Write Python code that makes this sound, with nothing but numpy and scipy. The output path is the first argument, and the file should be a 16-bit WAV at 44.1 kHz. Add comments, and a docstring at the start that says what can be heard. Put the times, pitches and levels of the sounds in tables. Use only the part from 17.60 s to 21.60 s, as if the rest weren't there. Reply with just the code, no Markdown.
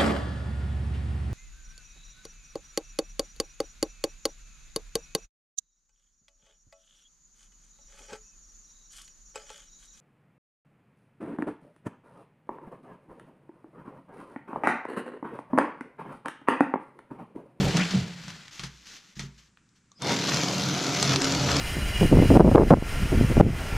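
"""A big cardboard sheet slides into place on a workshop bench: friction makes it scrape, flap and drum,
and it lands with a sinking boom. A hand and sleeve rub over it, and soft bumps ring its low modes.
After a faint dull knock, a small cordless rotary cutter's grip and trigger tick and it whines briefly.
Then the blade chews through the sheet: the gears repeat their rasp each turn, fibres tear and snap,
and the breaking flutes (the corrugations) drum the sheet, all in a short room reverberation."""
import sys
import numpy as np
from scipy import signal
from scipy.fft import rfft, irfft, next_fast_len
from scipy.io import wavfile
from scipy.ndimage import uniform_filter1d, map_coordinates

SR = 44100
rng = np.random.default_rng(int(sys.argv[2]) if len(sys.argv) > 2 else 0)


def wav_out(sig):
    """Save sig, one row per channel (or a flat mono array), as 16-bit PCM at SR to the path in sys.argv[1]."""
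    wavfile.write(sys.argv[1], SR, np.round(np.clip(np.atleast_2d(sig).T, -1, 1) * 32767).astype(np.int16))


N = 176400


def amp(db):
    """Amplitude ratio of a level in decibels."""
    return 10 ** (np.asarray(db) / 20)


def unit(x):
    """Normalisation to rms 1."""
    return x / np.sqrt(np.mean(x ** 2) + 1e-20)


def along(points, hz):
    """Interpolation of (Hz, value) points on a logarithmic frequency axis."""
    f, v = np.transpose(points)
    return np.interp(np.log(hz + 1), np.log(f + 1), v)


def curve(rows):
    """Linear interpolation of (seconds, value) rows at every sample."""
    return np.interp(np.arange(N) / SR, *np.transpose(rows))


def levels(rows):
    """Amplitude envelopes from (seconds, dB, ..) rows, fading exponentially beyond their ends."""
    s, *cols = np.transpose(rows)
    t = np.arange(N) / SR
    fade = np.exp(-np.abs(t - np.clip(t, s[0], s[-1])) / 0.01)
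    return [amp(np.interp(t, s, c)) * fade for c in cols]


def wobble(rate):
    """Smooth random modulation, rate knots a second."""
    return map_coordinates(rng.standard_normal(4 * N // 100), [np.arange(N) * rate / SR], mode="wrap")


def cycle(hz):
    """Phase in radians, the integral of frequency."""
    return 2 * np.pi * np.cumsum(hz * np.ones(N)) / SR


def filtered(x, response):
    """Linear filtering: the spectrum is multiplied by a frequency response."""
    m = next_fast_len(N + SR // 2)
    return irfft(rfft(x, m) * response(np.fft.rfftfreq(m, 1 / SR)), m)[..., :N]


def coloured(x, spectrum):
    """Spectral shaping by (Hz, dB) points, at rms 1."""
    return unit(filtered(x, lambda hz: amp(along(spectrum, hz))))


def causal(x, spectrum, size=512):
    """Minimum-phase shaping: no sound precedes the attack."""
    cepstrum = irfft(np.log(amp(along(spectrum, np.fft.rfftfreq(size, 1 / SR)))))
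    cepstrum[1:size // 2] *= 2
    cepstrum[size // 2 + 1:] = 0
    return signal.fftconvolve(x, irfft(np.exp(rfft(cepstrum))))


def shifting(x, patchy_db, size=1024):
    """Random gain over time and frequency: the colour drifts in brief, narrow patches."""
    z = signal.stft(x, nperseg=size)[2]
    field = uniform_filter1d(uniform_filter1d(rng.standard_normal(z.shape), size=6, axis=0), size=9)
    return unit(signal.istft(z * amp(patchy_db * unit(field)), nperseg=size)[1][:N])


def resonances(modes, hz):
    """Response of damped modes (Hz, bandwidth in Hz, dB), summed with alternating sign."""
    return sum((-1) ** k * amp(db) * 1j * hz * width / (centre ** 2 - hz ** 2 + 1j * hz * width)
               for k, (centre, width, db) in enumerate(modes))


def ringing(x, modes):
    """Forced vibration of modes, each response squared for steeper skirts, at rms 1."""
    return unit(filtered(x, lambda hz: sum(resonances([(c, w, db / 2)], hz) ** 2 for c, w, db in modes)))


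def add(track, s, sound):
    """Superposition of a sound at s seconds."""
    i = max(0, round(s * SR))
    track[i:i + len(sound)] += sound[:max(0, N - i)]


def grains(rate, share):
    """Shot noise: rate fibre clicks a second carry a share of the power, white noise the rest."""
    clicks = (rng.random(N) < rate / SR) * rng.standard_normal(N)
    return np.sqrt(share) * unit(clicks) + np.sqrt(1 - share) * rng.standard_normal(N)


def glide(rows, rough, rate, flutter_db=4.0):
    """A tone following (seconds, Hz, dB) rows, randomly modulated in amplitude and frequency."""
    gain, = levels([(s, db) for s, hz, db in rows])
    flutter = amp(flutter_db * wobble(69.6))
    pitch = curve([(s, hz) for s, hz, db in rows]) * (1 + rough * wobble(rate))
    return gain * unit(flutter * np.sin(cycle(pitch)))


def crack(spectrum, decay_s=0.0007, tail_db=-15, tail_s=0.003):
    """A transient: a noise burst with a crumbling tail, peak near 1."""
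    t = np.arange(SR // 8) / SR
    envelope = np.exp(-t / decay_s) + amp(tail_db) * np.exp(-t / tail_s)
    burst = causal(rng.choice([-1, 1], len(t)) * envelope, spectrum)
    return burst / np.sqrt(np.mean(burst[:SR // 1000] ** 2)) / 2


def background():
    """Stationary noise: a faint, low rush."""
    # Each row: frequency in Hz, relative level in dB.
    spectrum = [(60, -8), (180, 1.5), (650, -25), (1400, -16), (3400, -25), (7600, -21), (14000, -60)]
    return amp(-66.5) * coloured(rng.standard_normal(N), spectrum)


def workshop(x):
    """Diffuse reverberation: two independent noise tails decay exponentially, fastest in the treble."""
    # Each row: frequency in Hz, reverberation time in seconds.
    t60 = [(150, 0.3), (1500, 0.41), (6000, 0.082)]
    hz, t, z = signal.stft(rng.standard_normal((2, SR // 2)), SR, nperseg=256)
    tail = signal.istft(z * amp(-60 * t / along(t60, hz)[:, None]), SR, nperseg=256)[1]
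    delayed = np.pad(x, (300, 0))[None]
    return signal.fftconvolve(delayed, tail / np.linalg.norm(tail[0]), axes=1)[:, :N]


def rubbing():
    """Friction noise of hand and sleeve: strokes grip, hold and let go, and their powers add."""
    # Each row: start and end in seconds, level in dB.
    strokes = [(0.907, .99, -47.5), (1.01, 1.068, -48.5), (1.073, 1.253, -57.5), (1.253, 1.377, -48.5),
               (1.393, 1.526, -58.5), (1.552, 1.658, -51.5), (1.66, 1.875, -65), (1.775, 1.79, -55),
               (2.152, 2.168, -66)]
    # Each row: frequency in Hz, relative level in dB.
    spectrum = [(300, -4), (700, -11), (1500, -.5), (6500, 0.5), (8600, -17), (14000, -23)]
    attack_s, release_s = 0.0063, 0.02
    power, t = np.zeros(N), np.arange(N) / SR
    for start, end, db in strokes:
        grip = 1 - np.exp(-np.maximum(t - start, 0) / attack_s)
        release = np.exp(-np.maximum(t - end, 0) / release_s)
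        power += (amp(db) * grip * release) ** 2
    return np.sqrt(power) * coloured(grains(rate=3000, share=0.55), spectrum)


def bumps():
    """Free vibration: soft blows against the bench ring the sheet's damped low modes."""
    # Each row: start in seconds, level in dB, nominal 60 dB decay time in seconds.
    blows = [(.038, -22.5, 0.083), (.995, -47.5, 0.32), (1.034, -36, 0.15), (1.566, -42, 0.19),
             (1.594, -43, 0.27), (1.635, -37.5, 0.13)]
    # Each row: frequency in Hz, relative level in dB, factor on the decay time.
    modes = [(57, -5, 2.6), (137.8, 2.5, 0.93), (182.7, 0, 1.4), (231.5, -6.5, 1.4), (344, -6.5, 0.57)]
    out, t = np.zeros(N), np.arange(SR // 2) / SR
    attack = 1 - np.exp(-t / 0.0015)
    for s, db, decay_s in blows:
        for hz, mode_db, stretch in modes:
            envelope = attack * amp(db + mode_db + rng.normal() - 60 * t / (decay_s * stretch))
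            pitch = hz * (1 + 0.049 * rng.normal())
            add(out, s, envelope * np.sin(2 * np.pi * (pitch * t + rng.random())))
    return out


def taps():
    """Broadband transients: the cardboard taps and creaks."""
    # Each row: start in seconds, peak in dB, tail relative to the burst in dB.
    events = [(0.17, -14.5, -14.5), (.308, -25.5, 1), (0.637, -36, -16), (0.6815, -27.5, -15),
              (0.704, -28.5, -20), (0.8814, -32.5, -32), (0.9952, -23, -7), (1.0354, -29, 3),
              (1.5943, -22.5, -11)]
    # Each row: frequency in Hz, relative level in dB.
    spectrum = [(600, -6.5), (1300, 1.5), (6000, 0), (8500, -13.5), (14000, -33)]
    out = np.zeros(N)
    for s, db, tail_db in events:
        add(out, s, amp(db) * crack(spectrum, decay_s=0.00039, tail_db=tail_db, tail_s=0.017))
    return out


def sliding():
    """Sliding friction drives the sheet: it scrapes, flaps and drums, skids on an edge and lands."""
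    # Each row: time in seconds, then relative levels of scrape, rumble and flapping in dB.
    slide = [(0, -34, -37, -34.5), (.05, -35, -32.5, -29.5), (.12, -34, -41, -43), (.175, -33, -37, -51),
             (.29, -37.5, -51, -49), (.345, -36, -41.5, -47), (.53, -49, -63.5, -54.5),
             (.7, -46.5, -67.5, -51), (.9, -54.5, -75, -66.5)]
    # Each row: frequency in Hz, relative level in dB.
    scrape_spectrum = [(350, -22), (1400, -0.5), (4500, -2.5), (7300, -9.5), (8700, -21), (14000, -33)]
    rumble_spectrum = [(130, -12), (260, 4.5), (900, -7), (2500, -55)]
    flap_spectrum = [(25, -26), (80, -10.5), (160, 0), (500, -47)]
    # Each row: time in seconds, level in dB.
    drum_note = [(0, -24), (.13, -39), (0.158, -19.5), (.22, -26.5), (.3, -43), (.36, -16), (.41, -36),
                 (.445, -28.5), (.52, -40), (.61, -59), (.655, -42.5), (.82, -61.5)]
    # Each row: time in seconds, frequency in Hz, level in dB.
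    edge_over_flutes = [(.16, 901, -41.5), (.222, 2432, -31), (.25, 2590, -42)]
    landing_boom = [(.335, 240.4, -38), (.348, 195.5, -22), (.372, 141, -23), (.44, 70, -47)]
    drum_hz = 182.8
    scrape, rumble, flap = levels(slide)
    friction = grains(rate=2900, share=0.46) * amp(1.43 * wobble(122.8))
    out = amp(-0.5) * scrape * coloured(friction, scrape_spectrum)
    out += amp(5.5) * rumble * coloured(grains(rate=450, share=0.67), rumble_spectrum)
    out += amp(4.0) * flap * coloured(rng.standard_normal(N), flap_spectrum)
    out += glide([(s, drum_hz, db) for s, db in drum_note], rough=0.049, rate=60, flutter_db=3.0)
    out += glide(edge_over_flutes, rough=0.211, rate=1400)
    return out + glide(landing_boom, rough=0.069, rate=150)


def grip_and_trigger():
    """Plastic impacts: the grip ticks, then the trigger, which rings a damped mode of the housing."""
    # Each row: start in seconds, peak in dB.
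    ticks = [(2.0905, -54.5), (2.3175, -41.5)]
    # Each row: frequency in Hz, relative level in dB.
    spectrum = [(2700, -25), (3700, 4), (6700, 3), (9500, -28)]
    housing_hz, decay_s = 1150, 0.0059
    out, t = np.zeros(N), np.arange(SR) / SR
    for s, db in ticks:
        add(out, s, amp(db) * crack(spectrum))
    add(out, ticks[-1][0], amp(-52.5) * np.exp(-t / decay_s) * np.sin(2 * np.pi * housing_hz * t))
    return out


def motor_whine(hz=5000):
    """The motor's soft start: a brief tone with random frequency modulation."""
    # Each row: time in seconds, level in dB.
    swell = [(2.36, -67), (2.386, -57), (2.405, -72)]
    return levels(swell)[0] * unit(np.sin(cycle(hz * (1 + 0.02 * wobble(600)))))


def knock_and_fractures():
    """A faint dull knock before the motor starts; then fracture: fibres snap, flute walls pop dully."""
    # Each row: start in seconds, peak in dB.
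    snaps = [(2.4211, -21), (2.47, -20), (2.6412, -20), (2.696, -15.5), (2.744, -11.5), (2.7712, -14.5),
             (2.799, -24), (3.4274, -8), (3.45, -24), (3.4763, -14), (3.56, -7.5), (3.6194, -12),
             (3.6446, -12), (3.696, -19.5), (3.7225, -14), (3.7496, -16.5), (3.8631, -24), (3.9176, -14),
             (3.967, -11.5)]
    knock_then_pops = [(1.973, -43), (2.6894, -22), (2.7197, -17.5), (3.541, -17.5), (3.8912, -17)]
    # Each row: frequency in Hz, relative level in dB.
    snap_spectrum = [(1000, 2.5), (3000, -4), (5200, 6), (7800, -5), (14000, -36.5)]
    dull_spectrum = [(600, -9), (1150, 4), (2200, 3.5), (9000, -30)]
    out = np.zeros(N)
    for events, spectrum in (snaps, snap_spectrum), (knock_then_pops, dull_spectrum):
        for s, db in events:
            add(out, s, amp(db) * crack(spectrum))
    return out


def growl_and_sing():
    """Resonance under load: the sheet growls at deeper bites, the blade sings against the slot."""
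    # Each row: time in seconds, level in dB.
    growl = [(2.45, -37), (3.05, -54), (3.24, -40), (3.46, -45), (3.55, -30), (3.67, -32.5), (3.75, -48)]
    sing = [(2.43, -42), (2.51, -31.5), (2.57, -43), (2.75, -43), (3.1, -49.5), (4, -48)]
    # Each row: frequency in Hz, bandwidth in Hz, relative level in dB.
    sheet_modes = [(272.6, 26, 0.5), (374, 90, -5)]
    blade_modes = [(929, 92, 5), (2090, 430, -3.5), (3590, 120, 2.5)]
    return sum(levels(load)[0] * ringing(grains(rate=900, share=0.67), modes)
               for load, modes in [(growl, sheet_modes), (sing, blade_modes)])


def drumming(breaks):
    """Forced vibration: breaking flutes drive the sheet, and the cut half swings ever more freely."""
    # Each row: frequency in Hz, bandwidth in Hz, relative level in dB.
    modes = [(130, 41.4, 1), (208.6, 62, -2), (295, 52.5, -4)]
    swing_hz, growth_db_per_s, lowpass_hz = 79.4, 14.5, 600
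    before_end_s = (N - np.arange(N)) / SR
    swing = amp(-2 - growth_db_per_s * before_end_s + 2.4 * wobble(20))
    swing *= np.sin(cycle(swing_hz * (1 + 0.1233 * wobble(50))))
    force = breaks + 0.93 * rng.standard_normal(N)
    band = lambda hz: hz ** 4 / (hz ** 4 + swing_hz ** 4) / (1 + (hz / lowpass_hz) ** 2)
    return unit(filtered(force, lambda hz: resonances(modes, hz) * band(hz))) + swing


def gears(turn, share, size=1100):
    """Periodic roughness: the teeth repeat their rattle each turn, mixed with noise of tearing fibres."""
    place = [turn / (2 * np.pi) * size]
    teeth = unit(map_coordinates(rng.standard_normal(size), place, mode="grid-wrap"))
    fibres = grains(rate=900, share=0.27)
    load_db = 0.8 * np.cos(turn) + 1.2 * np.cos(2 * turn) + 1.9 * wobble(400)
    return (np.sqrt(share) * teeth + np.sqrt(1 - share) * fibres) * amp(load_db)


def cutter():
    """Amplitude modulation: rasp and chewing pulse as the blade breaks flute after flute."""
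    # Each row: time in seconds, then relative levels of rasp, chewing and drumming in dB.
    cut = [(2.37, -75, -82, -75), (2.428, -38.5, -33, -34.5), (2.51, -28, -28, -23),
           (2.58, -32.5, -37.5, -31.5), (2.72, -29.5, -31.5, -28.5), (2.9, -30.5, -33, -32),
           (3.08, -31, -35.5, -26.5), (3.22, -30.5, -31.5, -34.5), (3.54, -27.5, -30.5, -25.5),
           (3.578, -34, -42, -30), (3.61, -29, -31.5, -37.5), (3.78, -30.5, -31, -26.5),
           (3.93, -28.5, -25.5, -27), (4, -28.5, -31, -24.5)]
    # Each row: time in seconds, rate per second.
    turn_rate = [(2.37, 15.1), (2.45, 42.4), (3.5, 36.8)]
    flute_rate = [(2.55, 206), (2.75, 149), (2.92, 197), (3.45, 134), (4, 136)]
    # Each row: frequency in Hz, relative level in dB.
    rasp_spectrum = [(700, -18), (1250, 4), (1740, 2.5), (2900, 4), (6200, 5), (7400, -3), (8400, -15.5),
                     (12800, -17), (14000, -55)]
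    chew_spectrum = [(170, 7), (300, -2), (490, 1), (720, 0.5), (830, -3.5), (1400, -6), (2600, -45)]
    rasp, chew, drum = levels(cut)
    turn = cycle(curve(turn_rate) * (1 + 0.00395 * wobble(25)))
    flute = cycle(curve(flute_rate) * (1 + 0.09 * wobble(60)))
    impulses = np.diff(np.floor(flute / (2 * np.pi)), prepend=0)  # one for each flute
    breaks = unit(impulses * amp(2.0 * wobble(170)))
    bite = amp(0.23 * np.cos(flute))
    rasping = shifting(coloured(gears(turn, share=0.15) * bite, rasp_spectrum), patchy_db=2.05)
    chewing = coloured(gears(turn, share=0.42) * bite + 0.3 * breaks, [(60, -34)] + chew_spectrum)
    return amp(-0.65) * rasp * rasping + amp(-0.76) * chew * chewing + amp(-3.5) * drum * drumming(breaks)


def scene():
    """Mid-side stereo: near mono in the bass, scattered and leaning left in the treble."""
    # Each row: frequency in Hz, gain of the side signal in dB.
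    width = [(100, -58), (1000, -15.5), (6500, -13.5), (8000, 2.5), (12000, -10)]
    # Each row: frequency in Hz, left over right in dB.
    lean = [(500, -0.72), (1300, 2), (10000, 0.8)]
    dry = sliding() + rubbing() + bumps() + taps()
    dry += grip_and_trigger() + knock_and_fractures() + cutter() + growl_and_sing() + motor_whine()
    wet = amp(-12.5) * workshop(dry)
    mid = dry + wet[0] + background()
    side = wet[1] + background()
    scatter = rfft(rng.standard_normal(SR // 20) * np.exp(-np.arange(SR // 20) / SR / 0.0024))
    allpass = np.roll(irfft(scatter / np.abs(scatter)), 100)[:SR // 50]  # scrambles the phase
    side += signal.fftconvolve(dry, allpass)[:N]
    side = filtered(side, lambda hz: amp(along(width, hz)))
    stereo = np.array([mid + side, mid - side])
    return filtered(stereo, lambda hz: amp(along(lean, hz) * np.array([[0.5], [-0.5]])))


def record(dry):
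    """Band limiting: a steep low-pass removes the highest treble."""
    cutoff_hz = 14000
    return filtered(dry, lambda hz: 1 / np.sqrt(1 + (hz / cutoff_hz) ** 60))


dry = scene()
out = record(dry)
wav_out(out)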